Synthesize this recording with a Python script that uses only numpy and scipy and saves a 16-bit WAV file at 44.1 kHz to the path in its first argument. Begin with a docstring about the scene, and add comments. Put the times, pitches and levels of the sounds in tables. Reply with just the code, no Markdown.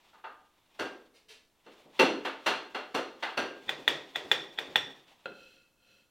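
"""Hand plane on a shooting board

An iron plane runs back and forth on its side in a small, live workshop. Its sole rasps on the wood, the blade
bangs into the end grain on each push, and the plane clacks on the way back. Heard from across the room, then
close by; at last the workpiece is knocked as it is set down, then rubbed."""
import sys
import numpy as np
from scipy import signal
from scipy.fft import rfft, irfft
from scipy.io import wavfile

SR = 44100
rng = np.random.default_rng(int(sys.argv[2]) if len(sys.argv) > 2 else 0)


def dump(signal):
    """Clip the signal to [-1, 1] and save it as 16-bit WAV at the path in sys.argv[1]."""
    limited = np.clip(np.atleast_2d(signal).T, -1, 1)
    pcm = np.round(limited * 32767).astype(np.int16)
    wavfile.write(sys.argv[1], SR, pcm)


N = 269010
BLOW_SAMPLES = SR  # one blow with its echoes

# far blows: (time [s], gain [dB], weight [dB], brightness [dB], iron ring [dB], blade pitch [Hz],
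# low board ring [dB], high board ring [dB])
FAR_PUSHES = [(0.791, -40.3, 2, -2.5, -4.5, 4420, -17, 2.5), (1.991, -28, 5.5, 3, 1, 4295, -3, -29),
              (2.46, -32, -5, 0.5, -5, 4244, 0.5, -0.5), (2.943, -36.5, 2, -2.5, -3.5, 4295, -3, -27),
              (3.371, -36.5, 0, 0, 0, 4430, -17.5, 2.5)]
FAR_RETURNS = [(1.661, -60.5, 9, 0, -1, 4280, 3, -14.5), (2.2476, -36.5, -4, -0.35, -9, 4270, -5, -13),
               (2.745, -38.5, -2, -.5, -4.5, 4300, -23, -9), (3.224, -36, -9, 0.29, -8, 4350, 1, -0.5)]
# close pushes: (time [s], gain [dB], bench thud [dB])
NEAR_PUSHES = [(3.878, -21.5, 8), (4.3148, -21.5, 6), (4.7575, -21, 0.5)]
# close returns: (time [s], gain [dB], plane ring [dB])
NEAR_RETURNS = [(3.6925, -30, -27), (4.158, -31, -20.5), (4.5873, -31.5, -11)]
# workpiece set down: (time [s], gain [dB], build-up [s])
TAPS = [(0.129, -61, 0.031), (0.239, -45, 0.0091)]
# workpiece slid to the fence: (time [s], gain [dB], length [s])
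SWISHES = [(1.135, -60.5, 0.031), (1.28, -50.5, 0.037)]
# bumps as the plane is shifted: (time [s], level [dB])
SHIFTS = [(1.85, -59), (2.206, -55), (3.557, -64), (3.664, -52.5)]
# slow plane slides, hand rubs: (peak time [s], level [dB], rise [s], fall [s])
SLIDES = [(0.08, -66, .3, .3), (0.62, -72.5, 0.33, 0.22), (1.74, -61.5, 0.12, 0.18), (4.92, -70, .1, 0.14),
          (5.1, -59, 0.04, 0.038), (5.2, -66, 0.12, 0.14)]
RUBS = [(5.42, -59, 0.13, .23), (5.93, -64, 0.13, 0.14)]

# modes: (frequency [Hz], width [Hz], gain [dB])
BENCH_MODES = [(155, 18, 2), (215, 16, 4), (274, 14, 9), (329, 14, 8), (392, 20, 6), (482, 20, 2),
               (524, 12, 8), (599, 16, 1), (751, 18, 7)]
BOARD_MODES = [(891, 10, 11), (1214, 4, 15), (1445, 14, 9), (1597, 5.5, 14)]
IRON_MODES = [(1310, 16, 0), (2050, 100, -2), (2698, 24, 14), (2750, 40, 12), (2820, 24, 15), (3440, 80, 2),
              (5050, 40, 3), (5830, 50, 17), (5970, 60, 16), (7460, 60, 5), (9100, 70, 12), (14400, 400, 7)]
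BLOW_MODES = [(464, 47, -6.5), (853, 100, -5), (1410, 56, -13.5), (1624, 110, -3), (1880, 124, 2.5),
              (2425, 100, -3), (3454, 115, 6.5), (3670, 58, -14), (5600, 240, -33.5), (6800, 190, -29),
              (10600, 3200, -32.5), (13440, 820, -22)]
PLANE_MODES = [(1882, 30, 3), (1971, 30, 0), (3520, 45, 5), (3610, 60, 2), (5490, 60, 3), (5570, 60, 2),
               (7337, 150, -10)]
WORKPIECE_MODES = [(218, 17, -9), (430, 16, -18), (529, 24, 5.5), (713, 18, -3.5), (893, 41, -10.5),
                   (1409, 40, 6), (1650, 120, -37), (2597, 59, -5.5), (3100, 150, -16.5), (4080, 68, -10),
                   (5740, 49, -11.5), (7240, 100, -19), (9010, 150, -37.5)]
# blade modes, pitched by its seating in the wood: (offset [Hz], width [Hz], gain [dB])
BLADE_MODES = [(-75, 28, 19), (0, 28, 18), (85, 28, 17)]

# edges between the five far-knock bands: (frequency [Hz])
BAND_EDGES_HZ = [350, 700, 1800, 5000]
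# knock balance per band, bass first: (gain [dB])
PUSH_BANDS_DB = [-7.5, -2.5, 0.5, -0.5, -14]
RETURN_BANDS_DB = [-12, -5.5, -2, -4, -23]
TAP_BANDS_DB = [-24.5, -15, 0, -12, -41]
# a blow's weight and brightness per band: (share [0-1])
WEIGHT_SHARE = [1, .8, 0, 0, 0]
BRIGHT_SHARE = [0, 0, 0, 1, 0]

# spectra of contacts, bench, friction and air: (frequency [Hz], gain [dB])
WOOD_EQ = [(30, -47), (60, -27), (110, -26), (180, -13.5), (240, -4.5), (450, 3.5), (900, -0.5), (1500, 0),
           (2400, -6), (3300, -5.5), (4400, -16), (6000, -26.5), (10000, -33), (15500, -40)]
CRACK_EQ = [(100, -7), (500, 8), (1500, 2.5), (3500, 13.5), (4400, -19), (7500, -11), (10000, -33.5),
            (14500, -21.5), (16000, -35.5)]
THUD_EQ = [(40, -32.5), (90, -34.5), (140, -0.5), (180, -18), (300, -0.5), (450, 3), (800, -1), (1300, -2),
           (2500, -2.5), (5000, -11), (15000, -36.5)]
BUMP_EQ = [(40, -22), (90, -8.5), (150, -3), (220, -3.5), (400, 0), (700, -3.5), (1200, -15.5),
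           (4000, -50.5), (15000, -62)]
NEAR_BOOM_EQ = [(25, -26), (45, -19), (90, -25.5), (140, 10), (200, -11.5), (400, -44), (2000, -70.5)]
FAR_BOOM_EQ = [(25, -21.5), (45, -8.5), (70, -2.5), (135, 2.5), (200, -10.5), (400, -34.5), (2000, -68.5)]
RASP_EQ = [(60, -21), (200, -3.5), (400, -3.5), (900, 4), (1500, -5), (2400, -1), (3500, -0.5),
           (4800, -9.5), (7000, -15), (10000, -23), (15500, -23.5)]
SWISH_EQ = [(100, -20), (300, -15), (450, 10), (800, -0.5), (1600, 2), (2900, 8), (4300, 5.5), (6000, -0.5),
            (10000, -6.5), (15500, -15)]
SKIN_EQ = [(100, 7), (500, -6.5), (1400, -9), (2600, 6.5), (4200, 4), (7000, -5.5), (10000, -9),
           (15500, -10)]
MID_AIR_EQ = [(20, 3.5), (50, 1), (110, -2), (280, 1.5), (550, -6.5), (1200, -7.5), (3300, -20),
              (6000, -16.5), (15500, -20)]
SIDE_AIR_EQ = [(12, -30), (20, 1), (76, 0.5), (245, -29.5), (958, -39), (10800, -37), (15500, -14.5)]
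# shop reverberation: (frequency [Hz], T60 [s])
SHOP_T60 = [(100, 0.25), (260, 0.64), (700, 0.48), (1840, 0.42), (4850, 0.43), (12800, 0.23)]


def near_strokes(scrape_s=.012, rock_s=.085, groan_lead_s=.025):
    """Close by: ringing pushes, scraping return clacks; the plane rocks after each."""
    out = np.zeros(N)
    for at_s, db, thud_db in NEAR_PUSHES:
        blow = near_blow(db, scrape_s, thud_db, scrape_db=-38, room_db=-15.16, ring_db=-5)
        add(out, at_s - scrape_s, blow)
        add(out, at_s, boom(NEAR_BOOM_EQ, db=-59.5))
        add(out, at_s + rock_s, bump(db=-55))
    for at_s, db, ring_db in NEAR_RETURNS:
        blow = near_blow(db, scrape_s, thud_db=10, scrape_db=-10, room_db=-16.2, ring_db=ring_db)
        add(out, at_s - scrape_s, blow)
        add(out, at_s + rock_s, bump(db=-52))
        add(out, at_s + rock_s - groan_lead_s, groan())
    return out


def near_blow(db, scrape_s, thud_db, scrape_db, room_db, ring_db):
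    """A swelling scrape, then hard contact rings the hand-damped plane; bench and room follow."""
    push = contact(cutoff_hz=3750, crush_db=-10.5, crush_s=.0077)
    crack = level(colour(burst(.015), CRACK_EQ), -8.5, over_s=.02)
    direct = level(resonate(push, BLOW_MODES), 0, over_s=.02) + crack
    ring = level(resonate(push, PLANE_MODES), ring_db, over_s=.02)
    tail = level(in_shop(direct + ring, build_s=.0056), room_db, over_s=.08)
    thud = level(bench_thud(THUD_EQ), thud_db - 24, over_s=.08)
    lead = int(scrape_s * SR)
    ramp = np.interp(np.arange(BLOW_SAMPLES), [0, lead], [.4, 1], right=0)
    rubbing = colour(rng.standard_normal(BLOW_SAMPLES) * ramp, CRACK_EQ)
    scrape = level(resonate(rubbing, BLOW_MODES) + undb(-19) * rubbing, scrape_db, over_s=scrape_s)
    hit = np.pad(direct + tail + thud, (lead, 0))[:BLOW_SAMPLES]
    return undb(db) * (scrape + hit)


def far_strokes(push_build_s=.012, return_build_s=.0095):
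    """Across the room: the workpiece is set down, then the plane goes back and forth."""
    out = np.zeros(N)
    for at_s, db, build_s in TAPS:
        bands_db = db + np.array(TAP_BANDS_DB)
        tap = far_knock(bands_db, build_s, iron_db=-3, blade_hz=4310, board_db=[1, 1, -16, -9])
        add(out, at_s, tap)
    kinds = (FAR_PUSHES, PUSH_BANDS_DB, push_build_s), (FAR_RETURNS, RETURN_BANDS_DB, return_build_s)
    for blows, balance_db, build_s in kinds:
        for at_s, db, weight_db, bright_db, iron_db, blade_hz, low_db, high_db in blows:
            tone_db = weight_db * np.array(WEIGHT_SHARE) + bright_db * np.array(BRIGHT_SHARE)
            bands_db = db + tone_db + balance_db
            board_db = [low_db, low_db - 7, high_db, high_db]
            add(out, at_s, far_knock(bands_db, build_s, iron_db, blade_hz, board_db))
    for at_s, *_ in FAR_PUSHES:
        add(out, at_s, boom(FAR_BOOM_EQ, db=-61.5))
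    return out


def far_knock(bands_db, build_s, iron_db, blade_hz, board_db, early_s=.0085):
    """A distant blow is mostly room; bench, iron and board ring in it."""
    t = np.arange(BLOW_SAMPLES) / SR
    early_boost = 1 + undb(9) * np.exp(-t / early_s) / 2
    field = colour(shop_response(.84 * build_s) * early_boost, WOOD_EQ)
    push = colour(signal.unit_impulse(BLOW_SAMPLES, int(build_s * SR / 2)), WOOD_EQ)
    drive = undb(-6) * field + undb(-3) * push
    blade_modes = [(blade_hz + offset_hz, width_hz, db) for offset_hz, width_hz, db in BLADE_MODES]
    body = field + undb(-2) * resonate(drive, BENCH_MODES)
    body += undb(iron_db) * resonate(drive, IRON_MODES + blade_modes)
    for mode, db in zip(BOARD_MODES, board_db):
        body += undb(db) * resonate(drive + undb(-4.5) * push, [mode])
    # hardness and place of the blow set the band balance
    spectrum, hz = rfft(body), np.fft.rfftfreq(BLOW_SAMPLES, 1 / SR)
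    highpasses = [1] + [1 - 1 / (1 + (hz / edge_hz) ** 10) for edge_hz in BAND_EDGES_HZ] + [0]
    out = 0
    for k, db in enumerate(bands_db):
        band = irfft(spectrum * (highpasses[k] - highpasses[k + 1]), BLOW_SAMPLES)
        out += level(band, db, over_s=.08)
    fade = np.clip(4 * (1 - t), 0, 1) ** 2
    return out * fade


def sole_rasp():
    """Wood fibres catch under the sliding iron and faintly ring it."""
    catches = grains(spread_db=-.5)
    flutter_db = 2 * signal.resample(rng.standard_normal(N // 900), N)
    rasp = colour(catches * undb(flutter_db), RASP_EQ)
    rasp += undb(-13) * resonate(rasp, PLANE_MODES)
    far = run_ups(FAR_PUSHES + FAR_RETURNS, rise_db_per_s=129)
    near = run_ups(NEAR_PUSHES + NEAR_RETURNS, rise_db_per_s=62.5)
    return level(rasp, 0) * np.max([far, near, swells(SLIDES)], axis=0)


def run_ups(blows, rise_db_per_s, fall_db_per_s=47.5):
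    """Rasp gain: the plane speeds up to each blow, then coasts; harder blows rasp louder."""
    t, gain = np.arange(N) / SR, 0
    for at_s, blow_db, *_ in blows:
        peak_db = -55.5 + .34 * (blow_db + 28)
        drop_db = np.abs(t - at_s) * np.where(t < at_s, rise_db_per_s, fall_db_per_s)
        gain = np.maximum(gain, undb(peak_db - drop_db))
    return gain


def groan(from_hz=480, to_hz=258, width_hz=110, length_s=.08):
    """The sole sticks and slips unevenly, ever slower as the plane stops."""
    n = int(length_s * SR)
    phase = 2 * np.pi * np.cumsum(np.linspace(from_hz, to_hz, n)) / SR
    lowpass = signal.butter(2, width_hz / 2, fs=SR, output="sos")
    uneven = signal.sosfilt(lowpass, rng.standard_normal((2, BLOW_SAMPLES)))[:, -n:]
    tone = uneven[0] * np.cos(phase) + uneven[1] * np.sin(phase)
    return level(tone * np.hanning(n), db=-57)


def workpiece_set_down(at_s=5.2575, gain_db=-36.5):
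    """The loose wood knocks once as it is set down; the hand rubs the same modes."""
    out = np.zeros(N)
    tap = contact(cutoff_hz=4130, crush_db=-20.5, crush_s=.002)
    knock = level(resonate(tap, WORKPIECE_MODES), 0, over_s=.02)
    knock += level(colour(burst(.012), WOOD_EQ), -13, over_s=.02)
    thud = level(bench_thud(BUMP_EQ), -16, over_s=.08)
    add(out, at_s, undb(gain_db) * (knock + undb(-6.5) * in_shop(knock) + thud))
    skin = colour(grains(spread_db=3), SKIN_EQ)
    rub = resonate(skin, WORKPIECE_MODES) + undb(-25) * skin
    return out + level(rub, 0) * swells(RUBS)


def swish(db, length_s):
    """A quick, distant slide of wood on wood."""
    t = np.arange(BLOW_SAMPLES) / SR
    slide = rng.standard_normal(BLOW_SAMPLES) * np.exp(-2 * t / length_s)
    return level(colour(in_shop(slide, build_s=.0091), SWISH_EQ), db - 4, over_s=.08)


def bump(db):
    """The plane rocks dully on the board."""
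    return level(bench_thud(BUMP_EQ), db, over_s=.05)


def boom(eq, db):
    """A heavy push shakes the whole bench."""
    return level(colour(in_shop(burst(.004)), eq), db, over_s=.08)


def bench_thud(eq):
    """The heavy bench rings into the room."""
    field = colour(shop_response(build_s=.006), eq)
    return field + undb(-9.5) * resonate(field, BENCH_MODES)


def contact(cutoff_hz, crush_db, crush_s):
    """Wood gives under a blow: a rounded pulse plus crushing fibres."""
    lowpass = signal.butter(10, cutoff_hz, fs=SR, output="sos")
    pulse = signal.sosfilt(lowpass, signal.unit_impulse(BLOW_SAMPLES) + 1e-18)
    return pulse + undb(crush_db) * burst(crush_s)


def burst(decay_s, attack_s=.00035):
    """Crackle of crushing fibres; unit energy."""
    t = np.arange(BLOW_SAMPLES) / SR
    x = rng.standard_normal(BLOW_SAMPLES) * np.exp(-t / decay_s) * (1 - np.exp(-t / attack_s))
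    return x / np.sqrt(np.sum(x ** 2))


def grains(spread_db):
    """Dense tiny contacts of unequal size."""
    noise, size = rng.standard_normal((2, N))
    return noise * undb(spread_db * size)


def swells(moves, edge_db=-10):
    """Gain of smooth hand movements that speed up and slow down."""
    t, power = np.arange(N) / SR, 0
    for at_s, db, rise_s, fall_s in moves:
        away = (t - at_s) / np.where(t < at_s, rise_s, fall_s)
        power += undb(db + edge_db * away ** 2) ** 2
    return np.sqrt(power)


def shop_response(build_s):
    """Room impulse response: echoes build, then die, low mids last; unit energy."""
    t, hz = np.arange(BLOW_SAMPLES) / SR, np.fft.rfftfreq(BLOW_SAMPLES, 1 / SR)
    noise, out = rfft(rng.standard_normal(BLOW_SAMPLES)), 0
    centres_hz, t60s = np.transpose(SHOP_T60)
    for share, t60_s in zip(np.eye(len(centres_hz)), t60s):
        band = irfft(noise * log_interp(np.c_[centres_hz, share], hz), BLOW_SAMPLES)
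        out += band * undb(-60 * t / t60_s)
    out *= 1 - np.exp(-t / build_s)
    return out / np.sqrt(np.sum(out ** 2))


def in_shop(x, build_s=.0053):
    """Reverberation of x."""
    return signal.fftconvolve(x, shop_response(build_s))[:len(x)]


def room_air():
    """Quiet air; some rumble and hiss differ left and right."""
    mid = level(colour(rng.standard_normal(N), MID_AIR_EQ), -74)
    side = level(colour(rng.standard_normal(N), SIDE_AIR_EQ), -80.5)
    hiss = undb(-84.5) * rng.standard_normal((2, N))
    return mid + side * np.array([[1], [-1]]) + hiss


def resonate(x, modes):
    """Drive damped modes."""
    return sum(undb(db) * signal.lfilter(*signal.iirpeak(hz, hz / width_hz, SR), x + 1e-18)
               for hz, width_hz, db in modes)


def colour(x, eq, size=2048):
    """Minimum-phase filter with spectrum eq."""
    gain = undb(log_interp(eq, np.fft.rfftfreq(size, 1 / SR)))
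    cepstrum = irfft(np.log(gain))
    cepstrum[1:size // 2] *= 2
    cepstrum[size // 2 + 1:] = 0
    response = irfft(np.exp(rfft(cepstrum)))
    return signal.fftconvolve(x, response)[:len(x)]


def log_interp(points, hz):
    """Interpolate on a log-frequency axis."""
    points_hz, values = np.transpose(points)
    return np.interp(np.log(hz + 1), np.log(points_hz), values)


def undb(db):
    """Decibels to gain."""
    return 10 ** (np.asarray(db) / 20)


def level(x, db, over_s=None):
    """Scale x to an rms level, over its first over_s if given."""
    head = x if over_s is None else x[:round(over_s * SR)]
    return x * undb(db) / np.sqrt(np.mean(head ** 2) + 1e-24)


def add(track, at_s, x):
    """Mix x in at at_s."""
    start = int(at_s * SR)
    track[start:start + len(x)] += x[:N - start]


def scene():
    """Centred work over stereo air."""
    work = sole_rasp() + workpiece_set_down() + far_strokes() + near_strokes()
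    for at_s, db in SHIFTS:
        add(work, at_s, bump(db))
    for at_s, db, length_s in SWISHES:
        add(work, at_s, swish(db, length_s))
    return work + room_air()


def record(dry):
    """Steep treble cut."""
    cutoff_hz = 15900
    return signal.sosfilt(signal.ellip(10, .2, 70, cutoff_hz, fs=SR, output="sos"), dry)


dry = scene()
out = record(dry)
dump(out)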